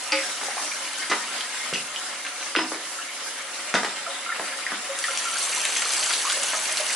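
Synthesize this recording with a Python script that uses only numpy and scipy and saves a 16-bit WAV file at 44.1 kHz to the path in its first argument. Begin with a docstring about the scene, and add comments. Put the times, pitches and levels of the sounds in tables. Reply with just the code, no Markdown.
"""Hissing, spattering water is heard first, with one early clank of porcelain, in a small tiled bathroom.
A toilet cistern with its lid off refills: shaped noise is the valve hiss, chirped decaying sines are bubbles,
and random noise puffs are drops. Struck modes and filtered contacts make the blow and the plastic seat's knocks.
After five seconds the microphone moves over the open tank, and the water turns close and bright."""
import sys
import numpy as np
from scipy import signal
from scipy.fft import rfft, irfft
from scipy.io import wavfile
from scipy.ndimage import uniform_filter1d

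SR = 44100
rng = np.random.default_rng(int(sys.argv[2]) if len(sys.argv) > 2 else 0)


def to_wav(s):
    """Save 16-bit WAV."""
    ch = np.atleast_2d(s).T  # columns
    pcm = np.round(np.clip(ch, -1, 1) * 32767)  # PCM
    wavfile.write(sys.argv[1], SR, pcm.astype(np.int16))


N = 306696
HZ = np.fft.rfftfreq(N, 1 / SR)
TIME = np.arange(N) / SR
RING = TIME[:SR // 2]  # time axis of a single event

# water heard by way of the room: [t/s, hiss level/dB, churn level/dB, relative hollow level/dB]
FLOW = [(0, -38.5, -29, 1.5), (.55, -36.5, -30, -1), (.95, -39, -29.5, -3), (1.4, -38, -28, -4.5),
        (2.1, -40, -31, -1), (3.1, -39.5, -32, -2), (3.9, -40.5, -29.5, 0.5), (4.95, -39, -29.5, 2.5),
        (5.6, -39.5, -27.5, -6)]
# view into the open tank: [t/s, level of the direct spray/dB]
NEAR = [(0, -39), (.85, -36.5), (1.35, -40), (2.5, -44), (4.85, -44), (5.1, -32.5), (5.42, -28),
        (6.05, -26.5), (6.95, -28)]
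# relative spectra of valve hiss, churning and spray: [f/Hz, level per Hz/dB]
HISS = [(30, -40), (100, -68), (160, -23), (260, 3.5), (600, -2.5), (1300, -6), (2300, -8), (3500, 0),
        (5000, 6), (7500, 5), (11000, 2.5)]
CHURN = [(60, -24), (150, -16.5), (240, -6), (450, -12), (560, -4), (1000, -2), (1300, 2.5), (1600, -0.5),
         (1950, 4), (2180, 0.5), (2900, 0), (5000, -5.5), (11000, -58)]
SPRAY = [(60, -37), (200, -22), (400, -3), (680, -1), (1200, -1), (2050, -5), (2900, 0), (3900, -4.5),
         (4550, 2.5), (5250, -6), (5850, 1.5), (7000, 0.5), (8500, 3), (11000, 3)]
# standing waves between the tank walls, at unit strength: [f/Hz, width/Hz, level/dB]
WALL_PEAKS = [(760, 90, 3), (1110, 50, 2), (1400, 90, 2), (1630, 90, -3), (1800, 90, 2), (2080, 120, -3),
              (2340, 130, 4), (2760, 140, 2), (3750, 160, -2), (5150, 300, -2), (6130, 120, 3),
              (6500, 130, 2), (7000, 250, -4), (7620, 230, 5), (8050, 200, -5), (8600, 250, 3),
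              (9080, 300, -5), (9520, 230, 3)]
# microphone's place in the standing waves: [t/s, strength of the peaks, factor on their pitch]
PLACE = [(0, .7, 1.04), (1.3, .7, 1.05), (3, .4, .98), (5.15, .8, .96), (5.5, 1.1, .99), (6.03, 1.1, 1.01),
         (6.2, .35, 1.04), (6.45, .35, 1.06), (6.6, .6, 1.02), (6.95, .5, 1.05)]
# left-right likeness of far and near sound: [f/Hz, coherence]
FAR_SAME = [(60, 0.52), (130, 0.99), (290, 0.99), (640, 0.82), (1410, 0.65), (3100, 0.49), (6820, -0.4),
            (15000, -0.22)]
NEAR_SAME = [(100, 0.99), (1400, 1), (3100, 1), (7000, 0.89), (11000, 0.51)]
# reverberation of the bathroom: [f/Hz, t60/s]
ROOM = [(150, 0.58), (400, 0.29), (1200, 0.27), (3000, 0.21), (10000, 0.52)]
# hollow resonances of the tank that the water keeps excited: [f/Hz, width/Hz, relative level/dB]
HOLLOW = [(545, 13, -52), (734, 20, -52), (1235, 50, -52.5), (1350, 35, -50.5), (1795, 80, -54),
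          (2005, 70, -53)]
# modes of the porcelain tank, of seat and bowl, and of the seat clacking: [f/Hz, relative level/dB, t60/s]
TANK_MODES = [(307, -1, .33), (541, 8.5, .28), (547, 7, .28), (861, 2, .18), (1260, -1, .3), (1490, 0, .11),
              (2116, -5, .2), (2277, 0, .3), (2440, -1, .15), (2649, -3, .25), (2993, -11, .25),
              (4635, 0, .08), (4830, 0, .15), (4950, -5, .12)]
SEAT_MODES = [(118, -16, .2), (207, -2, .28), (255, -3, .1), (319, 3, .28), (364, -4, .16), (440, -1, .14),
              (539, 2, .17), (657, -1, .12)]
CLACK_MODES = [(742, 0, .25), (862, -4, .2), (964, 1, .28), (1018, -3, .18), (1212, -2, .25),
               (1261, 0, .25), (1378, -3, .25), (1640, -6, .16), (1846, -7, .16), (2012, 3, .14),
               (2060, -1, .17), (2330, -3, .12), (2838, 0, .22), (2988, -3, .18), (4540, 7, .09)]
# porcelain chattering as it settles: [t/s, level/dB, centre f/Hz]
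CLINKS = [(.122, -21.5, 2300), (.128, -24, 2350), (.134, -26, 2300), (.1525, -25, 2270),
          (.1735, -25.5, 2180), (.187, -26, 2150), (.209, -36, 2380)]
# knocks of the plastic seat: [t/s, crack level/dB, crack centre f/Hz, its width / centre,
# rattle / first contact, clack level/dB, bright edge level/dB, thump level/dB, thump centre f/Hz,
# time to the first rebound/s]
KNOCKS = [(1.0984, -27, 1690, 1.5, 2.1, -28, -24.5, -30.5, 304, 0.0075),
          (1.1148, -19, 1300, 2.2, 3.4, -23, -36, -34.5, 248, 0.021),
          (1.1194, -21, 1980, 0.19, 3.3, -25, -45, -30, 590, 0.0089),
          (1.1292, -25, 1750, .6, 2.2, -36, -44, -40, 480, .011),
          (1.727, -28.5, 596, 2.9, 1.4, -42, -48, -38, 407, 0.0079),
          (1.7356, -26, 2850, 0.2, 4, -28.5, -26, -40, 254, 0.0063),
          (1.744, -33, 2900, 0.18, 4, -37, -35, -40, 300, .007),
          (1.7581, -26, 2660, 0.081, 4.3, -45, -50, -51, 400, .011),
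          (1.959, -27, 2950, 0.1, 4.4, -40, -40, -64, 500, 0.0076),
          (2.552, -18.5, 1600, 0.47, 0.49, -31, -43, -34.5, 470, 0.04),
          (2.5624, -19, 2720, .2, 0.6, -31, -48, -34, 477, 0.031),
          (2.568, -24, 1680, 0.96, .8, -37, -49, -23, 330, 0.011),
          (2.5874, -23.5, 1010, 1.3, 1.2, -25, -45, -29, 343, 0.014),
          (2.719, -28.5, 1180, 0.29, .4, -46, -46, -30, 410, 0.012),
          (2.746, -31.5, 1110, 1.2, 0.99, -46, -36, -34, 400, 0.0081),
          (3.7405, -18, 1260, 1, 0.98, -25, -24.5, -25.5, 240, 0.012),
          (3.7457, -21, 744, 1, 2, -27, -28, -30, 482, 0.012),
          (3.7522, -19, 1960, 0.36, 3.4, -28, -28.5, -44, 400, 0.021),
          (3.7705, -25, 1260, 0.74, 2, -38, -40, -34, 520, .011),
          (3.832, -23, 990, 1.5, 2.6, -41, -32, -42, 239, 0.013),
          (3.847, -25, 1530, 1.7, 2, -37, -32, -34, 403, 0.0073),
          (4.396, -26, 950, 0.54, .7, -46, -52, -36.5, 253, 0.0078),
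          (4.719, -26, 1230, 0.39, 0.92, -47, -58, -37, 240, 0.0059)]
# squeak of the hinge as the seat moves: [t/s, length/s, f/Hz]
SQUEAK = (2.563, .08, 5096)
# loudest gurgles: [t/s, f/Hz, level of the first bubble/dB, length of the string that follows/s,
# foam and string level against the bubble/dB, climb of the string/octaves]
BUBBLES = [(1.28, 1330, -41, 0.069, 0.5, 0.084), (1.535, 1900, -37, 0.043, -1, 0.027),
           (2.015, 1330, -39.5, 0.048, -3.5, 0.065), (2.986, 1350, -37, .03, -3.5, 0.42),
           (4.064, 1330, -29, 0.02, -15, 0.059), (4.068, 678, -31.5, 0.008, -21, 0.13),
           (4.078, 547, -34.5, .027, -19, 0), (4.1, 1330, -35, 0.0068, -12, 0.065),
           (4.262, 1340, -32, .01, -21, 0), (4.29, 1360, -30.5, 0.038, -3, -0.0076),
           (4.32, 1800, -31, .012, -7, .2), (4.495, 539, -38.5, .03, -28, -0.033),
           (4.665, 1880, -25.5, 0.011, -8, 0.029), (4.89, 547, -26, 0.022, -22, 0),
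           (4.986, 1355, -37, 0.0087, -12, 0), (5.04, 1890, -30, .012, -1.5, -0.096),
           (5.082, 1367, -28.5, 0.06, -9, 0), (5.088, 542, -36, .02, -11, -0.12),
           (5.254, 1350, -30, 0.015, -16, 0.022), (5.27, 1353, -30, .016, -11, 0),
           (5.29, 1330, -32, .03, -15, 0), (5.33, 1340, -33, .015, -9, 0),
           (5.356, 1400, -31, 0.0078, -8, .2), (5.565, 1000, -36, .012, -6, -0.053),
           (5.632, 1770, -36, .004, -14, 0), (5.821, 1410, -33, 0.0047, -6.5, 0.052),
           (5.855, 1210, -36.5, .06, -6, -0.09), (6.016, 618, -37, 0.036, -18, 0),
           (6.105, 1195, -37, 0.021, -4, 0), (6.25, 1093, -30.5, .028, 0, 0.086),
           (6.297, 1440, -34, 0.046, -2, 0.25), (6.365, 561, -30, .017, -9, -0.042),
           (6.535, 633, -35, .015, -6, -0.052), (6.542, 1270, -35.5, .01, -8, 0),
           (6.69, 644, -35, .02, -6, -0.065), (6.795, 618, -29.5, 0.0127, -8.5, -0.16),
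           (6.898, 2010, -34, 0.0061, -8, 0.095)]
# loudest splashes, with a rough gurgle near 0.58 s and a handling click at 4.988 s:
# [t/s, level/dB, centre f/Hz, width / centre, fall time/s]
SLAPS = [(.413, -28.5, 800, 0.82, 0.0029), (.431, -29, 880, 0.34, 0.0049), (.483, -27.5, 900, 0.7, 0.0058),
         (.568, -28, 790, 0.27, .01), (.58, -26, 1130, 0.25, 0.0018), (0.594, -30, 1040, 0.27, .012),
         (.623, -29, 950, .7, 0.0029), (.714, -26.5, 2300, .2, 0.0057), (1.407, -24.5, 2720, 0.57, 0.0049),
         (2.249, -27.5, 1700, 0.48, 0.0074), (2.265, -29, 2300, 0.34, 0.0052),
         (2.427, -30.5, 2060, 0.67, 0.0033), (4.474, -29, 1840, 0.17, 0.011), (4.52, -27, 1610, 0.26, 0.01),
         (4.585, -31, 1400, 0.24, 0.012), (4.988, -24, 4500, 1.8, 0.0032),
         (5.0397, -24.5, 2300, 1.2, 0.0025), (5.1738, -21, 4880, 1.4, .004), (5.384, -24, 6000, 1, 0.0023),
         (5.427, -28, 6100, 1, .002), (5.6152, -23, 8000, 1.4, .003), (5.651, -19.5, 2800, 0.86, 0.0054),
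         (5.763, -22.5, 2500, 0.52, 0.0069), (5.82, -23, 2400, 0.6, .004), (5.892, -25, 6000, 1.6, 0.0023),
         (5.935, -20, 6500, 2.4, 0.0024), (6.026, -22, 2750, 0.49, .009), (6.0612, -22.5, 5000, 1.4, .003),
         (6.106, -22, 2150, 1.2, 0.0038), (6.1355, -20, 3850, 0.72, 0.0058), (6.16, -28, 4170, 1.2, 0.0033),
         (6.298, -20, 3580, 0.96, 0.0044), (6.3208, -25, 3980, 3.7, 0.0028),
         (6.532, -23, 1010, 1.5, 0.0065), (6.5802, -38, 1900, 1.4, .002), (6.614, -33.5, 8100, 0.84, .003),
         (6.771, -22.5, 3860, 1.4, 0.0027)]

# the one blow on the porcelain, and the bright edge of its first contact
CLANK_S, EDGE_DB, CLANK_EDGE_HZ = .121, -21, 4720
# each rebound: share of the gap before, loss of crack and thump, pitch factor of the lighter contact
REBOUND_SHARE, CRACK_LOSS_DB, THUMP_LOSS_DB, REBOUND_BRIGHTER = 0.68, 11, 20, 1.04
SEAT_RING_DB = -3  # against the thump
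# ring time of a 1 kHz gurgle; lower ones ring longer by a power law
BUBBLE_T60_S, BUBBLE_POWER = .075, 1.9
SHED_OCTAVES = .06  # full range of random pitch in a string of bubbles
# random gurgles: mean level, its scatter, middle pitch, its scatter, string length
STRAY_DB, STRAY_SPREAD_DB, STRAY_HZ, STRAY_OCTAVES, STRAY_S = -44, 1.2, 1750, .25, .03
# share of a gurgle that reaches the room, and the pitch below which the tank holds it in
PLOP_ROOM, PLOP_HELD_HZ = .4, 1300
# random lesser slaps: level against the spray curve, rate, centre
LESSER_SLAP_DB, LESSER_SLAPS_PER_S, LESSER_SLAP_HZ = -11, 20, 4000
# sized droplets: rate in each size class, scatter of strength, level against the broad patter
DROPLETS_PER_S, DROPLET_SPREAD_DB, DROPLET_DB = 180, 3.1, 1
# corner of the dulled treble, and the band limit
SHELF_HZ, EDGE_HZ = 11150, 15100


def churn():
    """Bubble resonance: many small bubbles under the inflow, over a wash, excite the hollow tank."""
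    fizz = np.zeros(N)
    for hz in np.geomspace(450, 3800, num=36):
        pop = bubble(hz, 26 / hz, rise=0.24)[:SR // 10]
        bubbles = signal.oaconvolve(drops(per_s=45, spread_db=3.5), pop)[:N]
        fizz += bubbles * amp(read(CHURN, hz)) * np.sqrt(hz)
    wash = pair(rng.standard_normal((2, N)), read(CHURN, HZ), FAR_SAME) * surge(depth_db=3, rate=11.0)
    water = amp(-7.0) * evened(0.37 * fizz + room(fizz)) + amp(-13.5) * wash
    hollow = np.zeros(N)
    for hz, width, db in HOLLOW:
        hollow += amp(db) * evened(resonate(drops(per_s=300, spread_db=3), hz, width))
    return water * level(FLOW, axis=2) + hollow * level(FLOW, axis=3)


def spray():
    """Superposed impacts: droplets of many sizes patter and tinkle in the tank, heard directly from above."""
    patter = droplets(per_s=1100, spread_db=2.1, rise=.0003, fall=.0022)
    sized = np.zeros((2, N))
    for hz in np.geomspace(1200, 7000, num=8):
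        puffs = droplets(DROPLETS_PER_S, DROPLET_SPREAD_DB, rise=.0002, fall=3 / hz + .001)
        sized += resonate(puffs, hz, hz * .3)
    tinkle = np.zeros(N)
    for hz in np.geomspace(1700, 10000, num=26):
        pop = bubble(hz, 45 / hz, rise=0.1)[:SR // 20]
        tinkle += signal.oaconvolve(drops(per_s=30, spread_db=2.5), pop)[:N]
    tinkle = evened(tinkle)
    # the second view of the tinkle is weaker and 5 ms late
    tinkles = np.array([tinkle, 0.18 * np.roll(tinkle, shift=SR // 200)])
    lumps = amp(1.0) * (patter + amp(DROPLET_DB) * evened(sized)) + amp(-2.5) * tinkles
    water = pair(lumps + rng.standard_normal((2, N)), read(SPRAY, HZ), NEAR_SAME)
    s, strength, factor = np.transpose(PLACE)
    strength, factor = np.interp(TIME, s, strength), np.interp(TIME, s, factor)
    water = drift(water, patch_db=2.5, strength=strength, factor=factor)
    return spurts(water, depth_db=1.8) * level(NEAR, axis=1)


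def gurgles_and_slaps():
    """Direct and reverberant paths: gurgles and slaps sound directly and partly reach the room."""
    plops, escaping = gurgles()
    slaps = short_slaps()
    return plops + amp(-4.5) * slaps + room(escaping + amp(-7.0) * slaps)


def gurgles():
    """Volume resonance of large bubbles, listed or random; the tank holds in the low ones."""
    plops, escaping = np.zeros((2, N))
    starts = rng.uniform(0, TIME[-1], size=26)
    scatter = np.clip(rng.standard_normal(size=(26, 2)), -2, 2)
    strays = []
    for s, (size, strength) in zip(starts, scatter):
        hz = STRAY_HZ * 2 ** (STRAY_OCTAVES * size)
        strays.append((s, hz, STRAY_DB + STRAY_SPREAD_DB * strength, STRAY_S, 0, 0))
    for s, hz, db, length, foam_db, climb in BUBBLES + strays:
        plop = amp(db) * gurgle(hz, length, foam_db, climb)
        add(plops, s, plop)
        add(escaping, s, PLOP_ROOM * min(hz / PLOP_HELD_HZ, 1) * plop)
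    return plops, escaping


def gurgle(hz, length, foam_db, climb):
    """Bubble oscillation: an air pocket swells and rings in foam; three bubbles of similar pitch follow."""
    t60 = BUBBLE_T60_S * (1000 / hz) ** BUBBLE_POWER
    puff = splash(rise=0.00082, fall=0.015)
    foam = burst(resonate(resonate(puff, hz, hz * 0.25), hz, hz * 0.5))
    pocket = burst(bubble(hz, t60, rise=.015) * (1 - np.exp(-20 * RING / t60)))
    sound = pocket + amp(foam_db) * foam
    for k, (early, size) in enumerate(rng.random(size=(3, 2))):
        along = (k + 1 - early / 2) / 3  # position in the string, 0 to 1
        pitch = hz * 2 ** (climb * along + SHED_OCTAVES * (size - .5))
        add(sound, length * along, amp(foam_db) * bubble(pitch, t60 * .7, rise=.03))
    return sound


def short_slaps():
    """Impact noise: puffs coloured by resonance, the lesser ones random and following the spray level."""
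    slaps = np.zeros(N)
    for s, db, hz, spread, fall in SLAPS:
        narrow = resonate(splash(rise=0.00021, fall=fall), hz, hz * spread)
        add(slaps, s, amp(db) * burst(resonate(narrow, hz, hz * 3)))
    lesser = droplets(LESSER_SLAPS_PER_S, spread_db=0.5, rise=0.0006, fall=0.004)[0]
    lesser = evened(resonate(lesser, LESSER_SLAP_HZ, LESSER_SLAP_HZ))
    return slaps + amp(LESSER_SLAP_DB) * level(NEAR, axis=1) * lesser


def handling():
    """Direct and reverberant paths: contacts and ringing bodies sound at once and excite the room."""
    cracks, body = np.zeros((2, N))
    porcelain_blow(cracks, body)
    seat_knocks(cracks, body)
    return amp(-3.5) * cracks + body + hinge_squeak() + room(amp(-5.0) * cracks + amp(-17) * body)


def porcelain_blow(cracks, body):
    """Modal excitation: one blow rings the tank, and the porcelain chatters as it settles."""
    add(cracks, CLANK_S, amp(EDGE_DB) * crack(CLANK_EDGE_HZ, spread=0.21, rattle=1.1, t60=0.055))
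    for s, db, hz in CLINKS:
        add(cracks, s, amp(db) * crack(hz, spread=0.17, rattle=1.5, t60=0.029))
    add(body, CLANK_S, amp(-16.5) * ring(TANK_MODES, cycles=2.3))


def seat_knocks(cracks, body):
    """Repeated impact: the plastic seat cracks, rebounds and thumps, ringing the modes near the blow."""
    for s, crack_db, hz, spread, rattle, clack_db, edge_db, thump_db, thump_hz, gap in KNOCKS:
        add(body, s, amp(thump_db + SEAT_RING_DB) * ring(picked(SEAT_MODES, thump_hz), cycles=0.24))
        add(body, s, amp(clack_db) * ring(picked(CLACK_MODES, hz), cycles=5.1))
        add(cracks, s, amp(edge_db) * crack(hz=4730, spread=0.59, rattle=3.9, t60=0.1))
        for k, delay in enumerate(rebounds(gap, count=3)):
            contact = crack(thump_hz, spread=0.39, rattle=0.58, t60=0.023)
            thud = burst(resonate(contact, thump_hz, thump_hz * 0.89))
            snap = crack(hz * (REBOUND_BRIGHTER if k else 1), spread, rattle, t60=0.02)
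            add(cracks, s + delay, amp(crack_db - k * CRACK_LOSS_DB) * snap)
            add(cracks, s + delay, amp(thump_db - k * THUMP_LOSS_DB) * amp(-1.5) * thud)


def hinge_squeak():
    """Sustained oscillation: the hinge gives a brief pure tone as the seat moves."""
    squeak = np.zeros(N)
    s, length, hz = SQUEAK
    t = np.arange(0, length, 1 / SR)
    add(squeak, s, amp(-32) * np.sin(2 * np.pi * hz * t) * signal.windows.tukey(len(t), .2))
    return squeak


def valve():
    """Turbulence noise: the fill valve's hiss, spread through the room, wanders slightly in level."""
    hiss = pair(rng.standard_normal((2, N)), read(HISS, HZ), FAR_SAME)
    # zero strength: random patches only, no wall peaks
    hiss = drift(hiss, patch_db=4.5, strength=np.zeros(N), factor=np.ones(N))
    return hiss * level(FLOW, axis=1) * surge(depth_db=1.46, rate=4.6)


def room(x):
    """Reverberant decay: dense reflections off the tiles, each band dying at its own speed."""
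    noise = rng.standard_normal((2, N)) * (TIME > .003)
    hz, t, z = signal.stft(noise, SR, nperseg=256)
    decay = amp(-60 * t / read(ROOM, hz)[:, None])
    tail = signal.istft(z * decay, SR, nperseg=256)[1][:, :N]
    reflections = pair(tail, 0, FAR_SAME) / np.sqrt(N)
    return signal.fftconvolve(x[None], reflections, axes=1)[:, :N]


def bubble(hz, t60, rise):
    """Bubble resonance: a pocket of air rings and climbs in pitch as it nears the surface."""
    turns = np.cumsum(hz * (1 + rise * np.minimum(RING / t60, 1))) / SR
    return burst(np.sin(2 * np.pi * turns) * amp(-60 * RING / t60) * (1 - np.exp(-RING * hz)))


def splash(rise, fall):
    """Impact noise: a short puff of noise, as of a drop bursting into finer ones."""
    return burst(rng.standard_normal(len(RING)) * (1 - np.exp(-RING / rise)) * np.exp(-RING / fall))


def drops(per_s, spread_db):
    """Random arrivals: impulses, most small and a few large."""
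    size = amp(spread_db * np.minimum(rng.exponential(1, N), 4.5))
    return size * rng.choice([-1, 1], N) * (rng.random(N) < per_s / SR)


def droplets(per_s, spread_db, rise, fall):
    """Energy summation: drops land at random, each with its own puff, in two unrelated views."""
    t = RING[:SR // 20]
    puff = (1 - np.exp(-t / rise)) * np.exp(-t / fall)
    power = signal.oaconvolve(drops(per_s, spread_db) ** 2, puff ** 2)[:N]
    return evened(np.sqrt(abs(power)) * rng.standard_normal((2, N)))


def ring(modes, cycles):
    """Modal superposition: dying sines of a struck body, building up over a time constant in cycles."""
    total = np.zeros(len(RING))
    for k, (hz, db, t60) in enumerate(modes):
        build = 1 - np.exp(-RING * hz / cycles)
        total += (-1) ** k * amp(db - 60 * RING / t60) * np.sin(2 * np.pi * hz * RING) * build
    return burst(total)


def picked(modes, hz):
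    """Modal selection: the place of a blow picks the modes near hz."""
    return [(f, db - 28 * np.log2(f / hz) ** 2, t60) for f, db, t60 in modes]


def crack(hz, spread, rattle, t60):
    """Contact and radiation: a click and rattle; soft contact dulls the top, a small panel lacks bass."""
    noise = burst(rng.standard_normal(len(RING)) * amp(-60 * RING / t60))
    push = rattle * noise + burst(1. * (RING == 0))
    edges = [max(hz * .27, 150), min(hz * 2.25, SR / 3)]
    band = signal.butter(3, edges, "bandpass", fs=SR, output="sos")
    return burst(signal.sosfilt(band, resonate(push, hz, hz * spread)))


def rebounds(gap, count):
    """Inelastic impact: delays in s of a blow and its ever quicker rebounds."""
    return np.append(0, np.cumsum(gap * REBOUND_SHARE ** np.arange(count)))


def drift(x, patch_db, strength, factor):
    """Standing waves: the moving microphone meets peaks that follow its place, and slow random patches."""
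    hz, t, z = signal.stft(x, SR, nperseg=1024)
    strength, factor = np.interp(t, TIME, strength), np.interp(t, TIME, factor)
    peaks_db = 0
    for f, width, db in WALL_PEAKS:
        peaks_db = peaks_db + db * np.exp(-2 * ((hz[:, None] / factor - f) / width) ** 2)
    patches = uniform_filter1d(rng.standard_normal(z.shape), size=3, axis=1)
    patches = evened(uniform_filter1d(patches, size=24, axis=2))
    # the patches weaken below 3 kHz
    gain_db = strength * peaks_db + patch_db * patches * np.minimum(hz / 3000, 1)[:, None]
    return signal.istft(z * amp(gain_db), SR, nperseg=1024)[1][:, :N]


def spurts(x, depth_db):
    """Jet break-up: brief uneven spurts brighten one broad band after another."""
    z = signal.stft(x, SR, nperseg=256)[2]
    field = uniform_filter1d(rng.standard_normal(z.shape[1:]), size=9, axis=0)
    field = evened(uniform_filter1d(field, size=6, axis=1))
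    return signal.istft(z * evened(amp(depth_db * field)), SR, nperseg=256)[1][:, :N]


def surge(depth_db, rate):
    """Random modulation: a gain wanders, mostly between 2 Hz and rate."""
    spectrum = rfft(rng.standard_normal(N)) / (1 + (HZ / rate) ** 2) * (HZ > 2)
    return amp(depth_db * evened(irfft(spectrum, N)))


def pair(two, gain_db, same):
    """Interchannel coherence: two coloured, unrelated signals blend into a left and right of given likeness."""
    c = np.clip(read(same, HZ), -.99, .99)
    mid, side = rfft(two) * amp(gain_db) * np.sqrt([1 + c, 1 - c])
    return irfft(np.array([mid + side, mid - side]), N) / np.std(irfft(mid, N))


def resonate(x, hz, width):
    """Simple resonance: a two-pole peak of the given width in Hz."""
    return signal.lfilter(*signal.iirpeak(hz, hz / min(width, SR / 4), SR), x)


def amp(db):
    """Level law: decibels to gain."""
    return 10 ** (np.asarray(db) / 20)


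def evened(x):
    """Mean power: scales to rms 1."""
    return x / np.sqrt(np.mean(x ** 2) + 1e-20)


def burst(x):
    """Burst energy: scales to the energy of 10 ms at rms 1."""
    return x * np.sqrt(SR / 100 / np.sum(x ** 2))


def read(points, hz):
    """Logarithmic pitch: reads a curve on a log-frequency axis."""
    f, value = np.transpose(points)
    return np.interp(np.log(hz + 1), np.log(f + 1), value)


def level(rows, axis):
    """Level interpolation: gain over time from one dB column of a curve."""
    rows = np.array(rows)
    return amp(np.interp(TIME, rows[:, 0], rows[:, axis]))


def add(mix, s, sound):
    """Linear superposition: mixes a sound in at time s."""
    part = mix[round(s * SR):][:len(sound)]
    part += sound[:len(part)]


def scene():
    """Linear superposition of water and handling."""
    return churn() + spray() + gurgles_and_slaps() + handling() + valve()


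def record(dry):
    """Output tone by filtering: thinned bass, a slight lean left, dull above 11 kHz, then the band limit."""
    bass_cut = signal.butter(1, 70, "highpass", fs=SR, output="sos")
    thin = signal.sosfilt(bass_cut, dry) * amp([[.2], [-.2]])
    shelf = signal.firwin(1023, SHELF_HZ, window=("kaiser", 9), fs=SR)[None]
    edge = signal.firwin(1023, EDGE_HZ, window=("kaiser", 9), fs=SR)[None]
    dull = signal.oaconvolve(thin, shelf, "same") + amp(-27.5) * thin
    return signal.oaconvolve(dull, edge, "same")


dry = scene()
out = record(dry)
to_wav(out)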